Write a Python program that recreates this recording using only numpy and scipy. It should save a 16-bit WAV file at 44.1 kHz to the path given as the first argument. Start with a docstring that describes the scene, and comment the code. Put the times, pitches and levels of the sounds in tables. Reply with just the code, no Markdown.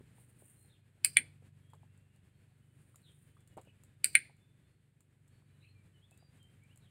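"""A quiet garden, where a dog lies on the grass and a training clicker is pressed and let go twice.
Its steel tongue snaps in and back out with a crack and a thin ring; hand, ground and garden scatter
each snap. Feet and hands knock softly, grass and clothes tick and rustle as the trainer moves.
Small birds whistle from the trees, and a far engine drones under a wash of traffic and leaves."""
import sys
import numpy as np
from scipy import signal
from scipy.fft import rfft, irfft
from scipy.io import wavfile
from scipy.ndimage import uniform_filter1d

SR = 44100
rng = np.random.default_rng(int(sys.argv[2]) if len(sys.argv) > 2 else 0)


def store_pcm(level_fs):
    """Save levels as 16-bit WAV."""
    pcm = np.round(np.clip(level_fs, -1, 1) * 32767).astype(np.int16)
    wavfile.write(sys.argv[1], SR, np.atleast_2d(pcm).T)


N = 304290
LEAD_S = .009  # room for the crack to swell before the flip

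# snap cues: t/s, level/dB, hand jolt/dB, stroke (0 pressed, 1 let go), pitch factor,
# brightness/dB per octave, hollow of the hand/dB, send to the garden/dB
SNAP_CUES = [(1.0472, -10, -59, 0, 1.024, 0.5, 0.5, 0), (1.1700, -6, -49.5, 1, 1.006, 1.53, 4, -1.5),
             (4.044, -11.5, -56.5, 0, 1.007, -0.04, -1.5, 3), (4.1533, -5.5, -58, 1, 1.017, 0, -6, 3.5)]


def clicker(thud_t60=.26, thud_rise_s=.013):
    """The tongue snaps in and out; each snap jolts the hand, which leaves a faint low thud."""
    out, t = np.zeros(N), np.arange(SR // 2) / SR
    thud_eq = [(30, -26), (70, -.5), (200, -1), (400, -6), (1000, -23), (3000, -44)]
    for start, db, jolt_db, *voicing in SNAP_CUES:
        add(out, start - LEAD_S, amp(db) * snap(*voicing))
        thud = unit_rms(equalise(rng.standard_normal(len(t)), thud_eq))
        add(out, start, amp(jolt_db - 60 * t / thud_t60) * attack(t, thud_rise_s) * thud)
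    return out


# modes of tongue and case: f/Hz, swell/s, level pressed/dB, level let go/dB
CRACK_MODES = [(1580, 0.0012, -29, -20.5), (2110, 0.0013, -36.5, -17), (2251, 0.001, -22.5, -2.5),
               (2430, 0.0011, -16, -29.5), (2970, 0.0025, -29, -23.5), (3380, .00144, -31.5, -18.5),
               (4160, 0.00077, -18.5, -16.5), (4710, 0.00087, -12.5, -38), (7410, 0.0018, -25, -31),
               (8530, .00039, 1.5, -11.5), (8850, .00088, -15.5, -5), (10510, 0.00065, -9.5, -14.5),
               (12300, 0.00046, -12.5, -26), (14680, 0.00033, -14, -28.5)]


def tongue_crack(t, stroke, pitch, bright_db, hollow_db, dispersion=.00064):
    """Damped modes of steel and case swell and die within milliseconds, over a burst of grit."""
    grit = amp(-19 - 7 * stroke) * rng.standard_normal(len(t)) * np.exp(-np.abs(t) / .0015)
    crack = equalise(grit, [(500, -26), (1500, -4), (6000, -1.5), (15000, -5.5)])
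    for hz, swell_s, *dbs in CRACK_MODES:
        age = np.maximum(1 + t / swell_s, 0)  # every mode peaks at the flip, t = 0
        pulse = (age * np.exp(1 - age)) ** 2
        # the crack's lower tones fade in just before the peak and fade out more slowly
        fade = np.exp(-np.abs(t) / (2 * swell_s))
        fade_mix = amp(-13) / (1 + (hz / 5500) ** 4)
        envelope = (1 - fade_mix) * pulse + fade_mix * fade
        hollow = np.exp(-(np.log2(hz / 3200) / .22) ** 2)
        grip_db = bright_db * np.log2(hz / 4500) + hollow_db * hollow
        crack += amp(dbs[stroke] + grip_db) * envelope * np.sin(2 * np.pi * hz * pitch * t)
    f = np.fft.rfftfreq(len(t), 1 / SR)
    treble_lag = np.exp(-2j * np.pi * dispersion * f ** 2 / (SR / 2))  # the highs land just after the lows
    return irfft(rfft(crack) * treble_lag, len(t))


# ring-out of the steel: f/Hz, t60/s, level pressed/dB, level let go/dB
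STEEL_RING = [(1864, 0.085, -47, -27.5), (2287, 0.09, -39, -23.5), (2650, 0.076, -39.5, -31.5),
              (8380, .09, -23.5, -44), (9470, .06, -31.5, -17.5), (9150, .07, -38.5, -35)]
# early reflections off hand, body and ground: delay/s
EARLY_DELAYS = [.0046, .0064, .0123, .0175]
# the same reflections: level pressed/dB, level let go/dB
EARLY_LEVELS = [(-16.5, -21.5), (-22, -19), (-14, -22.5), (-20, -21)]
# tone of the ground bounce: f/Hz, level/dB
GROUND_EQ = [(1500, 3), (2500, -0.5), (4500, -6), (6000, -4), (8600, -2), (11000, -5.5), (15000, -6.5)]
# tone of the garden reverb: f/Hz, level/dB
GARDEN_EQ = [(1000, -0.5), (1800, 1.5), (2300, -1.5), (3200, -1), (4600, 1), (6000, 4.5), (8700, -3.5),
             (11000, -6), (15000, 0)]
# decay of the garden reverb: f/Hz, t60/s
GARDEN_DECAY = [(300, .28), (1500, .28), (2400, .31), (4500, 0.38), (8500, .27), (15000, .3)]


def snap(stroke, pitch, bright_db, hollow_db, send_db, near_t60=(.11, .1)):
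    """The tongue buckles and flips over: a crack, a thin ring, then reflections."""
    t = np.arange(SR // 2) / SR - LEAD_S
    crack = tongue_crack(t, stroke, pitch, bright_db, hollow_db)
    out, age = crack.copy(), np.maximum(t, 0)
    for hz, t60, *dbs in STEEL_RING:
        envelope = amp(dbs[stroke] - 60 * age / t60) * attack(age, .001)
        out += envelope * np.sin(2 * np.pi * hz * pitch * t)
    near, far = equalise(crack, GROUND_EQ), equalise(crack, GARDEN_EQ) * amp(send_db)
    for delay, dbs in zip(EARLY_DELAYS, EARLY_LEVELS):
        add(out, delay, amp(dbs[stroke]) * near)
    # reverb sends: source, (level pressed/dB, level let go/dB), delay/s, tail
    sends = [(near, (-5, -7.5), 0, scatter([(1000, near_t60[stroke])], gap_s=.00036)),  # body, ground
             (far, (-24.5, -31), 0, scatter(GARDEN_DECAY, gap_s=.014)),  # garden
             (far, (-31.5, -45), .078, scatter(GARDEN_DECAY, gap_s=.004))]  # far building
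    for source, dbs, delay, tail in sends:
        wet = unit_rms(signal.fftconvolve(source, tail)[:len(t)])
        add(out, delay, amp(dbs[stroke]) * np.std(source) * wet)
    return out


# knock cues: t/s, level/dB, f/Hz
KNOCK_CUES = [(.008, -46.5, 313), (.182, -59, 830), (.422, -52, 547), (1.423, -55, 500),
              (1.734, -45.5, 909), (1.832, -55, 822), (2.944, -60.5, 1180), (3.368, -57, 1160),
              (3.5694, -42, 430), (3.575, -39.5, 690), (3.5816, -37, 833), (3.673, -53.5, 530),
              (4.297, -55.5, 794), (6.116, -61, 660), (6.225, -58.5, 700)]


def knocks(trim_db=-4, t60=.012, grit_db=-10, grit_t60=.092, rise_s=.00085):
    """Dull taps of feet and hands: three heavily damped modes and a little crunch of turf."""
    out, t = np.zeros(N), np.arange(SR // 8) / SR
    modes = [(.52, -8), (1, 10), (1.45, -43)]  # this and crunch: pitch ratio, level/dB
    crunch = [(.15, -28), (.5, 2), (1.2, -1.5), (2, -17.5), (4.5, -21.5), (8, -46)]
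    faint = [(start, db, 550 * 2 ** octave) for start, db, octave in strays(top_db=-65.5, count=8)]
    for start, db, hz in KNOCK_CUES + faint:
        body = sum(amp(mode_db) * np.sin(2 * np.pi * hz * ratio * t) for ratio, mode_db in modes)
        grit_eq = [(hz * ratio, band_db) for ratio, band_db in crunch]
        grit = unit_rms(equalise(rng.standard_normal(len(t)), grit_eq))
        tap = body * amp(-60 * t / t60) + grit * amp(grit_db - 60 * t / grit_t60)
        add(out, start, amp(db + trim_db) * attack(t, rise_s) * tap)
    return out


# tick cues: t/s, level/dB
TICK_CUES = [(1.7344, -59), (2.958, -48.5), (3.475, -54.5), (3.5698, -55.5), (3.5754, -53.5),
             (3.614, -54.5), (3.8358, -50.5), (3.848, -64), (5.006, -56.5), (6.1102, -55), (6.175, -55.5),
             (6.4288, -58), (6.759, -57), (6.7742, -53)]
# crisp tone of a tick: f/Hz, level/dB
TICK_EQ = [(500, -11), (2500, -16.5), (4300, -14.5), (5700, -29), (7200, -3.5), (8500, -2.5),
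           (11000, -12.5), (15500, -17)]


def ticks(trim_db=-4, t60=.015, tail_db=-14, tail_t60=.14, rise_s=.00026):
    """Grass and clothes give tiny dry cracks, each with a short crackling tail."""
    out, t = np.zeros(N), np.arange(SR // 8) / SR
    for start, db, *_ in TICK_CUES + strays(top_db=-61, count=16):
        crack = unit_rms(equalise(rng.standard_normal(len(t)), TICK_EQ))
        tail = unit_rms(equalise(crackle(len(t), per_s=500, hiss=.2), TICK_EQ))
        tick = crack * amp(-60 * t / t60) + tail * amp(tail_db - 60 * t / tail_t60)
        add(out, start, amp(db + trim_db) * attack(t, rise_s) * tick)
    return out


# sleeve and hand brushing on cloth: t/s at the fastest point, length/s, level/dB
BRUSH_CUES = [(0.208, .11, -69.5), (.302, .06, -70.5), (0.406, 0.065, -68.5), (.485, 0.18, -65.5),
              (.62, 0.18, -70), (2.894, 0.55, -79.5), (3.19, 0.42, -76.5), (5.66, .14, -85),
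              (6.127, .16, -88)]
# tone of the cloth: f/Hz, level/dB
CLOTH_EQ = [(3530, -62), (6000, -33), (7680, -13.5), (8500, -8.5), (8820, 1.5), (9140, -5.5),
            (11400, -17.5), (14600, -17), (15800, -17)]


def rustle(edge_db=-10.5, drag_db=1, drag_hz=35):
    """Fibres catch and slip: dense tiny clicks over a fine hiss that swell and fade with each brush."""
    t = np.arange(N) / SR
    fibres = unit_rms(equalise(crackle(N, per_s=1500, hiss=.13), CLOTH_EQ))
    power = sum(amp(db + edge_db * np.abs(2 * (t - centre) / length) ** 1.5) ** 2
                for centre, length, db in BRUSH_CUES)
    uneven_drag = amp(drag_db * drift(drag_hz))
    return uneven_drag * np.sqrt(power) * fibres


# one bird's repeated buzzy, falling chirp: t/s, level/dB
CHIRP_CUES = [(.675, -77.5), (3.022, -72), (6.794, -79.5)]
CHIRP_S, CHIRP_FROM_HZ, CHIRP_TO_HZ, CHIRP_ROUGH = .11, 4200, 2980, .75
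# the other birds' notes: t/s, length/s, first f/Hz, last f/Hz, level/dB, roughness (0-1)
SONG_CUES = [(3.656, 0.066, 3100, 2380, -73.5, .8), (5.596, 0.071, 3697, 4207, -78, 0.36),
             (5.61, .09, 2400, 2900, -72.5, 0.96), (5.668, 0.062, 4200, 4240, -78, 0.14),
             (5.736, 0.1, 2426, 2290, -79, .05), (5.929, 0.072, 3124, 2820, -79, 0.08),
             (6.012, 0.058, 3090, 3660, -74, 0.2), (6.105, 0.051, 2544, 2680, -76, .05),
             (6.176, .13, 4780, 4710, -81, 0.08), (6.386, 0.084, 3222, 3080, -73, 0.07),
             (6.602, 0.08, 2214, 2420, -76, 0.24), (6.689, 0.05, 2515, 3270, -75, .1)]


def birds(trim_db=-1, wet_db=-6, warble_hz=240, flutter_db=2.5, trees_t60=.4):
    """Gliding whistles, some of them buzzy, fluttered by the leaves and smeared by the trees."""
    out = np.zeros(N)
    chirps = [(start, CHIRP_S, CHIRP_FROM_HZ, CHIRP_TO_HZ, db, CHIRP_ROUGH) for start, db in CHIRP_CUES]
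    for start, length, first_hz, last_hz, db, rough in chirps + SONG_CUES:
        size = int(length * SR)
        warble = 1 + .08 * (rough + .01) * drift(warble_hz, size)
        hz = np.geomspace(first_hz, last_hz, size) * warble
        note = whistle(hz) * np.sin(np.linspace(0, np.pi, size))
        flutter = amp(flutter_db * drift(70, size))
        add(out, start, amp(db + trim_db) * unit_rms(note * flutter))
    wet = signal.fftconvolve(out, scatter([(3000, trees_t60)], gap_s=.006))[:N]
    return out + amp(wet_db) * wet


def far_birds(count=34, max_glide=.12, trees_t60=.79):
    """More birds much further off: stray whistles that arrive mostly as echo."""
    out, size = np.zeros(N), SR // 12
    for when, pitch, bend, loudness in rng.random((count, 4)):
        glide = 1 + max_glide * (2 * bend - 1) * np.linspace(0, 1, size)
        note = whistle(2400 * 1.8 ** pitch * glide) * np.hanning(size)
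        add(out, when * N / SR, amp(-86 + 8 * loudness) * note)
    wet = signal.fftconvolve(out, scatter([(3000, trees_t60)], gap_s=.0063))[:N]
    return .5 * out + wet


# fader ride of the far engine: t/s, level/dB
ENGINE_RIDE = [(0.0, -67.5), (0.94, -70), (1.23, -62.5), (1.81, -62.5), (2.13, -68), (4.19, -67),
               (4.88, -73.5), (5.78, -64), (5.98, -70), (6.9, -65)]
# its orders: multiple of the shaft speed, level/dB
ENGINE_ORDERS = [(3, -20), (4, 1.5), (5, -1), (6, -0.5), (7, -19.5), (8, -16.5), (10, -20)]


def engine(trim_db=1, shaft_hz=24.15, wander=.00094):
    """Only an engine's low orders carry this far; each fades in and out on the way."""
    turns = np.cumsum(shaft_hz * (1 + wander * drift(4.5))) / SR
    hum = np.zeros(N)
    for order, db in ENGINE_ORDERS:
        fading = amp(db + 2 * drift(.96))
        hum += fading * np.cos(2 * np.pi * (order * turns + .04 * drift(1.5)))
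    running_rms = np.sqrt(uniform_filter1d(hum ** 2, SR // 3))
    return amp(ride(ENGINE_RIDE) + trim_db) * hum / running_rms


# tone of the open-air bed: f/Hz, level/dB
AIR_EQ = [(15, -55.5), (25, -28), (40, -21), (62, -11.5), (85, -11), (150, -7.5), (200, -15), (280, -19.5),
          (400, -24), (750, -34), (1150, -36), (1650, -31), (2500, -33.5), (4200, -41.5), (5800, -51),
          (8400, -37.5), (11000, -45), (15800, -53.5)]
# contour of the breeze: t/s, level/dB
BREEZE_RIDE = [(0, -73), (.85, -76.5), (1.3, -73.5), (2.3, -77.5), (3.1, -75.5), (4.2, -76), (4.85, -80),
               (5.8, -75), (6.9, -75.5)]


def air(level_db=-77, breeze_share=.8, flutter_db=1.86):
    """Open-air wash of far traffic and leaves that swells a little with the breeze."""
    wash = equalise(rng.standard_normal(N), AIR_EQ)
    low_cut = signal.butter(4, 300, "high", fs=SR, output="sos")
    wash /= np.std(signal.sosfilt(low_cut, wash))  # the part above the rumble sets the level
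    breeze_db = ride(BREEZE_RIDE)
    swell_db = breeze_share * (breeze_db - np.mean(breeze_db))
    return wash * amp(level_db + swell_db + flutter_db * drift(12))


def strays(top_db, count, spread_db=6.5):
    """Faint cues at random moments: t/s, level/dB, a random number (0-1)."""
    return [(when * N / SR, top_db - spread_db * soft, chance)
            for when, soft, chance in rng.random((count, 3))]


def scatter(t60s, gap_s):
    """Reverb tail of energy 1 that fades in after a gap, each band dying at its own speed."""
    hz, t, bands = signal.stft(rng.standard_normal(SR), SR, nperseg=128)
    decay = amp(-60 * t / at_hz(t60s, hz)[:, None])
    tail = signal.istft(bands * decay, SR, nperseg=128)[1][:SR]
    tail *= np.clip(np.arange(SR) / SR / gap_s - 1, 0, 1)
    return tail / np.linalg.norm(tail)


def crackle(size, per_s, hiss):
    """Random clicks over a floor of hiss."""
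    return rng.standard_normal(size) * (hiss + (rng.random(size) < per_s / SR))


def whistle(hz):
    """A sine that follows a pitch curve."""
    return np.sin(2 * np.pi * np.cumsum(hz) / SR)


def drift(hz, size=N):
    """Random wobble up to about hz, rms near 1."""
    f = np.fft.rfftfreq(N, 1 / SR)
    return unit_rms(irfft(rfft(rng.standard_normal(N)) / (1 + (f / hz) ** 4), N))[:size]


def attack(t, rise_s):
    """Exponential fade-in."""
    return 1 - np.exp(-t / rise_s)


def equalise(x, eq):
    """Filters x by a curve of f/Hz, level/dB."""
    return irfft(rfft(x) * amp(at_hz(eq, np.fft.rfftfreq(len(x), 1 / SR))), len(x))


def at_hz(points, hz):
    """Reads a curve on a log-frequency axis."""
    f, value = np.transpose(points)
    return np.interp(np.log(hz + 1), np.log(f + 1), value)


def ride(curve):
    """Reads a fader curve at every sample."""
    return np.interp(np.arange(N) / SR, *np.transpose(curve))


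def add(mix, start_s, sound):
    """Lays a sound into the mix."""
    part = mix[max(round(start_s * SR), 0):][:len(sound)]
    part += sound[:len(part)]


def amp(db):
    """Decibels to gain."""
    return 10 ** (np.asarray(db) / 20)


def unit_rms(x):
    """Scales to rms 1."""
    return x / np.sqrt(np.mean(x ** 2) + 1e-20)


def scene():
    """The clicker close by, small movements, and the garden behind, in mono."""
    return (clicker() + knocks() + ticks() + rustle() + birds() + far_birds() + engine() + air())[None]


def record(dry, ceiling=.94, cutoff_hz=15900):
    """A soft clip rounds the loudest peaks, then a steep high cut trims the top."""
    rounded = ceiling * np.tanh(dry / ceiling)
    high_cut = signal.firwin(255, cutoff_hz, window=("kaiser", 9), fs=SR)
    return signal.oaconvolve(rounded, high_cut[None], "same")


dry = scene()
out = record(dry)
store_pcm(out)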